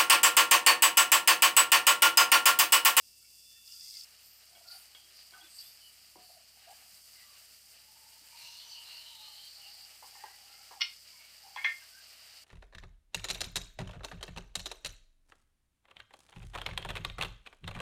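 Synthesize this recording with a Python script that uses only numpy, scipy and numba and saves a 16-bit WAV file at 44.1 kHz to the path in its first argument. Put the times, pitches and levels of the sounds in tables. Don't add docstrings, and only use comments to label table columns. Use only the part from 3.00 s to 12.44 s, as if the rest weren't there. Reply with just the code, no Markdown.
import sys
import numpy as np
from scipy import signal
from scipy.fft import rfft, irfft
from scipy.io import wavfile
from numba import njit

SR = 44100
rng = np.random.default_rng(int(sys.argv[2]) if len(sys.argv) > 2 else 0)


def wav_record(signal):
    frames = np.transpose(np.atleast_2d(signal))
    bounded = np.clip(frames, -1, 1)
    quanta = np.round(bounded * 32767).astype(np.int16)
    wavfile.write(sys.argv[1], SR, quanta)


def how_loud(loudness_db):
    steps = np.asarray(loudness_db, float) / 20
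    return 10 ** steps


N = 416241

# start in seconds, then hiss, crackle and pan body, all
# in dB.
STAGES = [
    (0.0, -62.5, -63, -73.5),
    (1.048, -65, -70.5, -67),
    (3.705, -59, -60.5, -63.5),
    (5.35, -57, -60, -61.5),
    (7.1, -56.5, -61.5, -61.5),
]


def rms_one(x):
    return x / np.sqrt(np.mean(x ** 2) + 1e-20)


def in_time(rows, silent_db=-120):
    s, first, *rest = np.transpose(rows)
    t = np.arange(N) / SR
    return [np.interp(t, s, first, silent_db, silent_db)] + [np.interp(t, s, c) for c in rest]


def held(rows, column):
    rows = np.array(rows)
    row_now = np.searchsorted(rows[:, 0], np.arange(N) / SR, "right") - 1
    return rows[np.maximum(row_now, 0), column]


def swells(rows, lean, column=2):
    t = np.arange(N) / SR
    power = np.zeros(N)
    for row in rows:
        done = np.clip((t - row[0]) / row[1], 0, 1)
        height = np.sin(np.pi * done ** lean) ** 0.72
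        power += (how_loud(row[column]) * height) ** 2
    return 10 * np.log10(power + 1e-14)


def drift(rate):
    every, settle = 40, 2000
    r = np.exp(-2 * np.pi * every * rate / SR)
    noise = rng.standard_normal(N // every + settle + 2)
    slow = signal.lfilter([1], [1, -2 * r, r * r], noise)[settle:]
    return np.interp(np.arange(N) / every, np.arange(len(slow)), rms_one(slow))


def colour(x, points):
    hz, level_db = np.transpose(points)
    grid = np.maximum(np.fft.rfftfreq(len(x), 1 / SR), 1)
    gain = how_loud(np.interp(np.log(grid), np.log(hz), level_db, -90, -90))
    return rms_one(irfft(rfft(x) * gain, len(x)))


def pops(per_s, spread_db, smooth):
    sizes = how_loud(spread_db * np.minimum(rng.exponential(1, N), 5)) * rng.choice([-1, 1], N)
    bursts = rms_one(sizes * (rng.random(N) < per_s / SR))
    return rms_one(bursts + smooth * rng.standard_normal(N))


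@njit
def sweep(x, hz, r, sr):
    y = np.zeros(len(x))
    for i in range(2, len(x)):
        y[i] = x[i] - x[i - 2] + 2 * r * np.cos(2 * np.pi * hz[i] / sr) * y[i - 1] - r * r * y[i - 2]
    return y


def whistle(level_db, hz, width_hz):
    r = np.exp(-np.pi * width_hz / SR)
    once = sweep(rng.standard_normal(len(hz)), hz, r, SR)
    return how_loud(level_db) * rms_one(sweep(once, hz, r, SR))


def ring(force, hz, t60):
    r, w = how_loud(-60 / (t60 * SR)), 2 * np.pi * hz / SR
    return signal.lfilter([0, np.sin(w)], [1, -2 * r * np.cos(w), r * r], force + 1e-18)


def struck(blows, modes_hz, modes, rattle_s, rattle, band_hz, trim_db, crack_db, crack_t60, reach_above=0.74):
    out, size = np.zeros(N), 4096
    crack_count, reach_below = 18, 1.3
    modes_hz = [*modes_hz, *np.geomspace(*band_hz, num=crack_count)]
    modes = [*modes, *[(crack_db, crack_t60)] * crack_count]
    shape = np.exp(-np.arange(size) / (rattle_s * SR))
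    contacts = rng.standard_normal((len(blows), len(modes), size))
    touch = rattle * contacts * shape / np.sqrt(np.sum(shape ** 2))
    touch[:, :, 0] = 1
    for m, (hz, (level_db, t60)) in enumerate(zip(modes_hz, modes)):
        force = np.zeros(N + size)
        for k, (s, peak_db, pivot_hz, below, above) in enumerate(blows):
            octaves = np.clip(np.log2(hz / pivot_hz), -reach_below, reach_above)
            tilt_db = octaves * (above if octaves > 0 else below)
            force[round(s * SR):][:size] += how_loud(peak_db + tilt_db + level_db + trim_db) * touch[k, m]
        out += (-1) ** m * ring(force[:N], hz, t60)
    low_hz, high_hz = band_hz
    out = signal.sosfilt(signal.butter(3, low_hz, "high", fs=SR, output="sos"), out)
    return signal.sosfilt(signal.butter(10, high_hz, fs=SR, output="sos"), out)


def frying():
    # time in seconds, vigour in dB.
    pour_rows = [
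        (0.0, -1.5),
        (0.2, 2),
        (0.25, 1.5),
        (0.514, 3),
        (0.56, 2),
        (0.622, 0),
        (0.712, 9),
        (0.94, 11.5),
        (1.048, 10.5),
    ]
    # time in seconds, vigour in dB.
    fry_rows = [(1.05, 5.5), (1.22, 6.5), (1.47, 4.5), (1.82, 8), (2.03, 5), (2.6, 7.5), (3.01, 5.5),
                (3.7, 5), (3.71, 1), (3.92, 1.3), (4.99, -0.5), (5.35, 1), (5.42, 1.5), (5.6, 0), (6.7, 0),
                (7.23, 0.8), (7.36, 0), (9.44, -0.1)]
    pour_follow = [1.08, 0.58, 0.5]
    fry_follow = [0.8, 1.4, 0.43]
    # frequency in Hz, density in dB per Hz.
    hiss_shape = [(1940, -87), (3300, -9), (3960, -26.5), (4260, -6), (4660, 4), (5210, -0.5), (5640, -6),
                  (6500, -10.5), (8450, -11.5), (14300, -120)]
    crackle_shape = [(3410, -43), (5800, -5.5), (6960, -5), (7400, -0.5), (8690, 0.5), (9360, -1.5),
                     (10100, -1.5), (10700, -9.5), (11000, -9), (11800, -4), (13200, -1), (13700, -2),
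                     (15600, -9)]
    body_shape = [(260, -45), (450, -7.5), (476, -9), (518, -10.5), (636, -1), (1050, -6), (1200, -1),
                  (1470, -2.5), (2010, 1.5), (2580, 3), (2890, 7), (3420, -3.5), (4200, 4.5), (5460, -22),
                  (9240, -120)]
    # frequency in Hz, density in dB per Hz.
    early_body_shape = [(400, -46), (700, -13), (1300, -17.5), (2000, -12), (2500, -7), (2700, 2.5),
                        (2950, -8), (3100, -8), (3450, -10), (3900, -3), (4200, -4), (5000, -43)]
    early = np.arange(N) < STAGES[1][0] * SR
    (pour,), (vigour,) = in_time(pour_rows, silent_db=-1.5), in_time(fry_rows, silent_db=0)
    hiss_db, crackle_db, body_db = [
        held(STAGES, column=k + 1) + pour_follow[k] * pour + fry_follow[k] * vigour for k in range(3)]
    shared = drift(12.0)

    fizz = pops(6000, 6.3, 1.46)
    early_hiss_shape = np.multiply(hiss_shape, [1.024, 1])
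    fizz = np.where(early, colour(fizz, early_hiss_shape), colour(fizz, hiss_shape))
    hiss = how_loud(hiss_db + 0.69 * shared + 0.61 * drift(25)) * fizz

    snaps = colour(pops(11000, 4.0, 2.8), crackle_shape)
    crackle = how_loud(crackle_db + 0.5 * shared + 1.05 * drift(32)) * snaps

    bursts = pops(2500, 1.6, 2.3)
    bursts = np.where(early, colour(bursts, early_body_shape), colour(bursts, body_shape))
    body = how_loud(body_db + 0.5 * shared + 1.52 * drift(6.5)) * bursts
    return hiss + crackle + body


def spits():
    # time in seconds, peak in dB, pitch in Hz.
    landing = [(0.6606, -48, 4770), (0.6771, -35, 4920), (0.704, -46, 4780), (0.721, -35, 5110),
               (0.7305, -37, 4600), (0.7399, -40, 4660), (0.7619, -44, 4650), (0.8088, -34, 5000),
               (0.8457, -37, 4680), (0.8599, -36, 4840), (0.8729, -37, 5000), (0.8901, -34, 4910),
               (0.9001, -36, 4830), (0.9079, -34, 5060), (0.9265, -37, 4620), (0.9405, -31, 4560),
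               (0.9514, -32, 4530), (0.9693, -30, 4730), (0.9796, -35, 4940), (0.9949, -32, 5170),
               (1.0093, -31, 4640), (1.0419, -36, 5050)]
    # time in seconds, peak in dB, pitch in Hz.
    stirred = [(1.6771, -44, 4690), (1.707, -39, 4700), (1.7184, -41, 4560), (1.7816, -44, 4960),
               (2.167, -45, 4680), (2.1824, -47, 4650), (2.2119, -47, 4700), (2.2204, -45, 4850),
               (2.2284, -46, 4600), (2.2608, -48, 4640), (2.2874, -47, 4730), (2.3082, -39, 4810),
               (2.5326, -49, 4720), (2.5596, -47, 4670), (2.58, -41, 4740), (2.5904, -41, 4820),
               (2.609, -35, 4590), (2.6624, -49, 4660), (2.712, -48, 4760)]
    out, size, rows = np.zeros(N), 600, landing + stirred
    puff_s, snap = 0.0026, 3.4
    puffs = rng.standard_normal((len(rows), size)) * np.exp(-np.arange(size) / (puff_s * SR))
    puffs[:, 0] = snap
    for (s, peak_db, hz), puff in zip(rows, puffs):
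        burst = ring(puff, hz, t60=0.007)
        bright = how_loud(-16) * np.diff(puff, prepend=0) / 2
        burst = burst / np.abs(burst).max() + bright
        part = out[round(s * SR):][:size]
        part += how_loud(peak_db - 3.5) * burst
    return signal.sosfilt(signal.butter(4, 4200, "high", fs=SR, output="sos"), out)


def steel_bowl():
    # frequency in Hz, width in Hz, level in dB.
    bowl_modes = [(1377, 43, 5), (1810, 120, 1), (2300, 49, -8), (3040, 31, 5)]
    # start in seconds, length in seconds, level in dB.
    slides = [
        (0.22, 0.079, -94),
        (0.5, .13, -85),
        (0.67, 0.19, -83.5),
        (0.93, 0.22, -84),
    ]
    # multiple of twice the mains frequency, level in dB.
    buzz_lines = [(6, -22), (7, -11), (11, -9), (14, -11), (18, -9), (22, -7), (27, 9.5), (29, 5),
                  (30, -16), (31, -7), (35, 10)]
    # time in seconds, level in dB.
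    loading = [
        (0.0, -94),
        (0.27, -92),
        (0.34, -84),
        (0.578, -72),
        (0.7, -79),
        (0.85, -73),
        (.9, -75),
        (1.04, -81),
    ]
    buzz_hz = 99.92
    t, (top_db,) = np.arange(N) / SR, in_time(loading)
    lower_db = np.where(t < STAGES[1][0], -83.5, -120)
    out = np.zeros(N)
    for k, db in buzz_lines:
        loaded_db = top_db if k > 33 else lower_db
        height = how_loud(loaded_db + db + 1 + 1.8 * drift(8))
        out += height * np.sin(2 * np.pi * k * buzz_hz * t + 0.6 * drift(3.3) + 0.45 * drift(30))
    ringing_db = swells(slides, lean=0.7)
    for hz, width_hz, db in bowl_modes:
        out += whistle(ringing_db + db + 2.2 * drift(5.9), np.full(N, float(hz)), width_hz)
    return out


def stirring():
    # start in seconds, length in seconds, level in dB, pitch in Hz.
    strokes = [
        (1.665, 0.12, -47.5, 4620),
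        (2.13, 0.16, -53.5, 4770),
        (2.5, 0.24, -54.5, 4670),
        (2.8, 0.096, -56.5, 4700),
        (2.58, 0.053, -47, 4700),
        (3.2, 0.19, -57, 4520),
    ]
    # start in seconds, length in seconds, level in dB, pitch in Hz.
    drags = [
        (1.485, 0.23, -64, 692),
        (1.71, 0.073, -66.5, 756),
        (1.88, 0.19, -78, 800),
        (2.325, 0.13, -62.5, 760),
        (3.14, 0.3, -65.5, 700),
        (3.52, 0.28, -74, 760),
        (3.67, 0.068, -54.5, 720),
        (3.74, 0.2, -71, 740),
    ]
    lean = 0.93
    pushed = whistle(swells(strokes, lean) - 3 + 1.9 * drift(34), held(strokes, column=3), width_hz=620)
    dragged = whistle(swells(drags, lean) - 3 + 4.1 * drift(26), held(drags, column=3), width_hz=134)
    return pushed + dragged


def hollow():
    # time in seconds, then lowest, middle and top resonance in Hz.
    gap_bands = [(4.5, 742, 2790, 4470), (5.0, 870, 2770, 4470), (5.42, 925, 2780, 4240),
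                 (5.56, 950, 2820, 4250), (5.63, 955, 3000, 4370), (5.7, 910, 3030, 4400),
                 (5.78, 947, 2950, 4550), (5.87, 920, 2840, 4120), (5.97, 940, 2830, 4470),
                 (6.09, 930, 3000, 4000), (6.2, 870, 2940, 3880), (6.3, 864, 3030, 4240),
                 (6.42, 810, 3100, 4200), (6.54, 810, 3100, 4570), (6.66, 808, 2830, 4630),
                 (8.0, 793, 2820, 4700)]
    # start in seconds, length in seconds, level in dB.
    dish_moves = [
        (4.6, 0.39, -81),
        (4.85, 0.54, -69.5),
        (5.3, 0.34, -64.5),
        (5.6, 0.59, -66.5),
        (6.08, 0.43, -65),
        (6.55, 0.49, -68),
        (7.09, 0.32, -63.5),
        (7.36, 0.35, -67.5),
        (7.7, 0.16, -62),
    ]
    # start and length in seconds, middle and top level in dB.
    clumps = [(5.35, 0.19, -60, -51.5), (5.43, 0.11, -56, -60), (5.5, 0.21, -57.5, -52),
              (5.68, 0.12, -59, -49), (5.72, 0.15, -52, -54), (5.84, 0.24, -53.5, -49),
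              (6.04, 0.15, -54, -52), (6.13, 0.16, -60, -53), (6.22, 0.19, -58.5, -51.5),
              (6.33, 0.2, -58.5, -50.5), (6.46, 0.19, -78, -50.5), (6.6, 0.12, -56.5, -62),
              (6.63, 0.22, -74, -51.5), (6.8, .09, -66, -52.5)]
    low_hz, mid_hz, top_hz = in_time(gap_bands, silent_db=800)
    low_db = swells(dish_moves, lean=0.65) - 1.5 + 1.9 * drift(35)
    mid_db = swells(clumps, lean=0.8) - 1.5 + 0.91 * drift(22)
    top_db = swells(clumps, lean=0.8, column=3) - 2.5 + 0.87 * drift(12)
    return (whistle(low_db, low_hz, width_hz=91) + whistle(mid_db, mid_hz, width_hz=290)
            + whistle(top_db, top_hz, width_hz=720))


def rubs():
    # start and length in
    # seconds, level in dB, pitch and width in Hz.
    squeezes = [(0.17, .03, -62, 8900, 5000), (1.197, .24, -62, 13550, 1410),
                (1.646, .22, -62, 13350, 1500), (1.68, 0.18, -60, 9600, 1400),
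                (2.479, 0.21, -58, 8170, 1000), (2.53, 0.25, -60.5, 12200, 1300),
                (5.298, 0.21, -62.5, 2340, 250), (5.358, 0.32, -60, 5670, 1500),
                (5.38, 0.36, -65, 3550, 850), (5.577, 0.1, -57.5, 3450, 600), (5.42, 0.18, -61, 5250, 500),
                (5.622, .18, -59.5, 5970, 495), (2.8, 0.13, -65, 10900, 5000),
                (3.202, 0.22, -66.5, 11000, 5000)]
    # start and length in seconds, level in
    # dB, first and last pitch in Hz.
    glides = [(0.21, 0.055, -77, 1390, 1390), (0.66, 0.11, -63, 2700, 2940), (0.8, .12, -74, 2100, 2050),
              (0.924, 0.08, -67, 2190, 2100), (1.623, 0.21, -66.5, 1390, 1440),
              (2.016, 0.15, -79, 345, 343), (1.965, 0.16, -67, 3160, 3300), (2.403, .03, -58, 3350, 3280),
              (2.42, 0.078, -62, 3700, 3250), (2.4, .09, -67, 1530, 1510), (2.345, .045, -64, 1340, 1200),
              (8.57, 0.089, -45, 2121, 2240), (8.4, .2, -64, 810, 790), (7.2, 0.17, -65, 1600, 1600),
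              (.22, .08, -76, 2300, 2200), (.48, 0.16, -79, 1800, 1800), (2.406, 0.075, -73, 330, 320),
              (2.595, .14, -64.5, 3300, 3700), (2.796, 0.14, -60.5, 3070, 2870),
              (3.6, 0.21, -73, 1600, 1660), (4.145, 0.13, -65, 2090, 1940), (4.196, 0.24, -72, 1180, 1140),
              (6.187, 0.17, -69, 1250, 1180), (7.146, 0.27, -65, 1800, 2040),
              (7.47, 0.27, -69.5, 1360, 1350), (7.518, 0.16, -69, 2040, 2300), (8.09, .22, -65, 2240, 2230),
              (8.1, 0.14, -72, 1070, 870), (8.801, .06, -64, 1610, 1610), (8.901, 0.16, -63.5, 1520, 1620)]
    out = np.zeros(N)
    rows = [(s, length, db, hz, hz, width) for s, length, db, hz, width in squeezes]
    rows += [(*glide, 60 + 0.025 * glide[3]) for glide in glides]
    for s, length_s, level_db, first_hz, last_hz, width_hz in rows:
        done = np.clip(np.arange(SR * 3 // 4) / SR / length_s, 0, 1)
        swell = np.sin(np.pi * done ** 0.88)
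        rub = swell * whistle(level_db, first_hz + (last_hz - first_hz) * done, width_hz)
        part = out[round(s * SR):][:len(done)]
        part += rub[:len(part)]
    return out


def pan_taps():
    # time in seconds, level at the pivot in dB, pivot in Hz, slopes below and above in dB per octave.
    blows = [(1.51, -83, 990, -12, 2.5), (1.552, -76.5, 980, -12.5, 22), (1.949, -57, 2350, 10, 16),
             (2.322, -66, 1380, -7.5, 2), (2.336, -45, 1460, 30, -30), (2.35, -52, 1430, 26, -36),
             (2.408, -64, 1470, 7, -38), (3.156, -46, 990, -0.5, -46), (3.379, -78, 1410, 0, 0),
             (3.695, -88, 1190, -8, -2), (3.708, -80, 980, -5, -2)]
    pan_hz = [190, 350, 640, 735, 990, 1215, 1390, 1510, 1565, 2215, 2900, 3270, 3600]
    # level in dB, decay time T60 in seconds.
    pan_modes = [(-29, 0.16), (-11.5, 0.17), (-19, .12), (-6, 0.24), (-3, 0.052), (-7, 0.12), (-33, 0.081),
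                 (-1, 0.11), (-14, 0.066), (1, 0.12), (-3, 0.1), (8.5, 0.037), (-8, 0.043)]
    return struck(blows, pan_hz, pan_modes, rattle_s=0.037, rattle=0.74, band_hz=[150, 4500], trim_db=-3.0,
                  crack_db=-9.5, crack_t60=0.025)


def dish_taps():
    # time in seconds, level at the pivot in dB, pivot in Hz, slopes below and above in dB per octave.
    dull_blows = [
        (7.024, -43, 920, 0.033, -16),
        (7.04, -46, 920, 0.033, -15),
        (7.15, -48.5, 890, 0.24, -5),
        (7.237, -36, 910, 0.3, -16.5),
        (7.708, -38, 925, 0.033, -16),
        (7.722, -44, 930, .1, -14),
        (8.462, -47, 795, 10, -20),
    ]
    # time in seconds, level at the pivot in dB, pivot in Hz, slopes below and above in dB per octave.
    bright_blows = [
        (8.56, -31.5, 970, 10, -13),
        (8.571, -33.5, 2170, 9.3, -13),
        (8.641, -37, 3000, 19, -16),
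        (8.645, -17.5, 2220, 15, -17.5),
        (8.654, -21.5, 1860, 32, -42),
        (8.668, -46, 2050, 24, -40),
    ]
    dish_hz = [430, 780, 890, 1010, 1130, 1400, 1640, 1821, 2089, 2124, 2201, 2312, 2463, 2680, 2870, 3320,
               3480, 4080, 5960]
    # level in dB, decay time T60 in seconds.
    dish_modes = [(-25, 0.03), (-5, 0.055), (-5, 0.045), (-7.5, 0.05), (-4.5, 0.038), (-18, 0.24),
                  (-11, 0.086), (-6.5, 0.098), (-3, 0.11), (-10.5, 0.16), (-10, 0.15), (-16, 0.059),
                  (-9, 0.052), (-11, 0.04), (-17, 0.071), (2.8, 0.055), (-10, .04), (-7.5, 0.044),
                  (-18, 0.065)]
    dull = struck(dull_blows, dish_hz, dish_modes, rattle_s=0.023, rattle=0.9, band_hz=[300, 2600], trim_db=-3.0,
                  crack_db=-17, crack_t60=0.01, reach_above=2.4)
    bright = struck(bright_blows, dish_hz, dish_modes, rattle_s=0.03, rattle=0.59, band_hz=[500, 6100],
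                    trim_db=-2.0, crack_db=-17, crack_t60=0.011)
    return dull + bright


def rim_knock():
    # time in seconds, level at the pivot in dB, pivot in Hz, slopes below and above in dB per octave.
    blows = [
        (7.801, -44.5, 3030, 4.8, -11),
        (7.808, -24.5, 2240, 22, -3),
        (7.811, -34, 2220, 11, 8),
        (7.816, -13.5, 2600, 25, -5),
    ]
    rim_hz = [1080, 1410, 1820, 2117, 2222, 2465, 2838, 2925, 3049, 3233, 3686, 4145, 4380, 4960, 5170,
              5311, 5598, 5830]
    # level in dB, decay time T60 in seconds.
    rim_modes = [(7, 0.071), (-3, 0.06), (-14, 0.068), (0, 0.11), (-10, 0.09), (-17, 0.048), (-5, 0.044),
                 (0.5, 0.047), (-19, .08), (-6.5, 0.033), (-3.5, 0.022), (-9, 0.033), (-1, 0.021),
                 (-15, 0.092), (-14, .05), (2.5, 0.095), (-10, 0.065), (-15, 0.049)]
    return struck(blows, rim_hz, rim_modes, rattle_s=0.014, rattle=0.45, band_hz=[900, 5950], trim_db=-7.5,
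                  crack_db=-6.5, crack_t60=0.012)


def ticks():
    # time in seconds, peak in dB, low and high band edges in Hz.
    clicks = [
        (1.9492, -45, 610, 4530),
        (7.2376, -47, 800, 2600),
        (7.8095, -47, 5500, 9500),
        (7.8168, -28, 1800, 5750),
        (8.5605, -46, 2200, 6000),
        (8.6445, -44, 3500, 7000),
    ]
    out, size = np.zeros(N), 2000
    tail, tail_s = 0.1, 0.008
    splash = tail * rng.standard_normal((len(clicks), size)) * np.exp(-np.arange(size) / (tail_s * SR))
    splash[:, 0] = 1
    for (s, peak_db, low_hz, high_hz), x in zip(clicks, splash):
        x = signal.sosfilt(signal.butter(3, [low_hz, high_hz], "band", fs=SR, output="sos"), x)
        out[round(s * SR):][:size] += how_loud(peak_db) * x / np.abs(x).max()
    return out


def clatter():
    # time in seconds, rms level in dB, low and high band edges in Hz, decay time T60 in seconds.
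    rattles = [
        (3.156, -63, 280, 420, 0.24),
        (7.817, -39, 2300, 3360, 0.22),
        (7.816, -45, 4900, 5800, 0.17),
        (8.462, -57, 690, 895, 0.067),
        (8.572, -50, 1500, 2720, 0.23),
        (8.646, -37, 1580, 2600, 0.2),
        (8.646, -50, 3700, 6000, 0.23),
    ]
    out, t = np.zeros(N), np.arange(SR // 3) / SR
    noises = rng.standard_normal((len(rattles), len(t)))
    for (s, level_db, low_hz, high_hz, t60), x in zip(rattles, noises):
        x = signal.sosfilt(signal.butter(3, [low_hz, high_hz], "band", fs=SR, output="sos"), x)
        onset = np.minimum(t / 0.0021, 1)
        out[round(s * SR):][:len(t)] += how_loud(level_db - 60 * t / t60) * onset * rms_one(x)
    return out


def thuds():
    # time in seconds, peak in dB, pitch in Hz.
    bumps = [
        (2.07, -78, 119),
        (2.447, -68, 320),
        (3.009, -79, 141),
        (3.92, -63, 142),
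        (4.198, -69, 155),
        (5.201, -70, 313),
        (5.418, -71, 155),
        (6.799, -80, 128),
        (9.299, -79, 135),
    ]
    out, size = np.zeros(N), 1400
    pushes = rng.standard_normal((len(bumps), size)) * np.hanning(size)
    for (s, peak_db, hz), push in zip(bumps, pushes):
        force = np.zeros(N)
        force[round(s * SR):][:size] = how_loud(peak_db - 26.0) * push
        out += ring(force, hz, t60=0.074)
    return signal.sosfilt(signal.butter(2, [90, 450], "band", fs=SR, output="sos"), out)


def kitchen(x):
    t = np.arange(int(0.5 * SR)) / SR
    t60_s, build_s = 0.26, 0.0024
    tail = rng.standard_normal(len(t)) * how_loud(-60 * t / t60_s) * np.clip(t / build_s, 0, 1)
    return signal.fftconvolve(x, tail / np.sqrt(np.sum(tail ** 2)))[:N]


def fan():
    # frequency in Hz, rms level in dB.
    hum_lines = [(49, -99), (66.5, -80.5), (100, -87.5), (140, -92), (152, -96.5), (199, -93.5)]
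    # frequency in Hz, density in dB per Hz.
    air_shape = [(15, -10), (35, -6), (65, -8.5), (120, -4.5), (250, -3), (400, -7.5), (600, -6.5),
                 (800, -42)]
    t = np.arange(N) / SR
    out = how_loud(-83.5) * colour(rng.standard_normal(N), air_shape)
    for hz, db in hum_lines:
        phase = 2 * np.pi * hz * t + 1.27 * drift(1.8) + 0.34 * drift(8)
        out += how_loud(db + 3.0 + 0.25 * drift(4.3)) * np.sin(phase)
    return out


def scene():
    knocks = pan_taps() + dish_taps() + rim_knock()
    steady = frying() + stirring() + rubs() + steel_bowl() + hollow() + fan()
    mono = steady + thuds() + knocks + how_loud(-6.5) * kitchen(knocks) + ticks() + clatter() + spits()
    return np.vstack([mono, mono])


def band_gaps(x):
    # start and end in seconds, low and high band edges in Hz.
    gaps = [
        (7.818, 7.85, 6200, 7500),
        (7.819, 7.832, 8000, 9500),
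    ]
    fade_s = 0.004
    for start, end, low_hz, high_hz in gaps:
        band = signal.sosfiltfilt(signal.butter(4, [low_hz, high_hz], "band", fs=SR, output="sos"), x)
        corners = [start - fade_s, start, end, end + fade_s]
        x = x - band * np.interp(np.arange(N) / SR, corners, [0, 1, 1, 0])
    return x


def low_pass(x):
    return signal.sosfilt(signal.butter(12, 15750, fs=SR, output="sos"), x)


def record(dry):
    mix = band_gaps(dry)
    return low_pass(mix)


dry = scene()
out = record(dry)
wav_record(out)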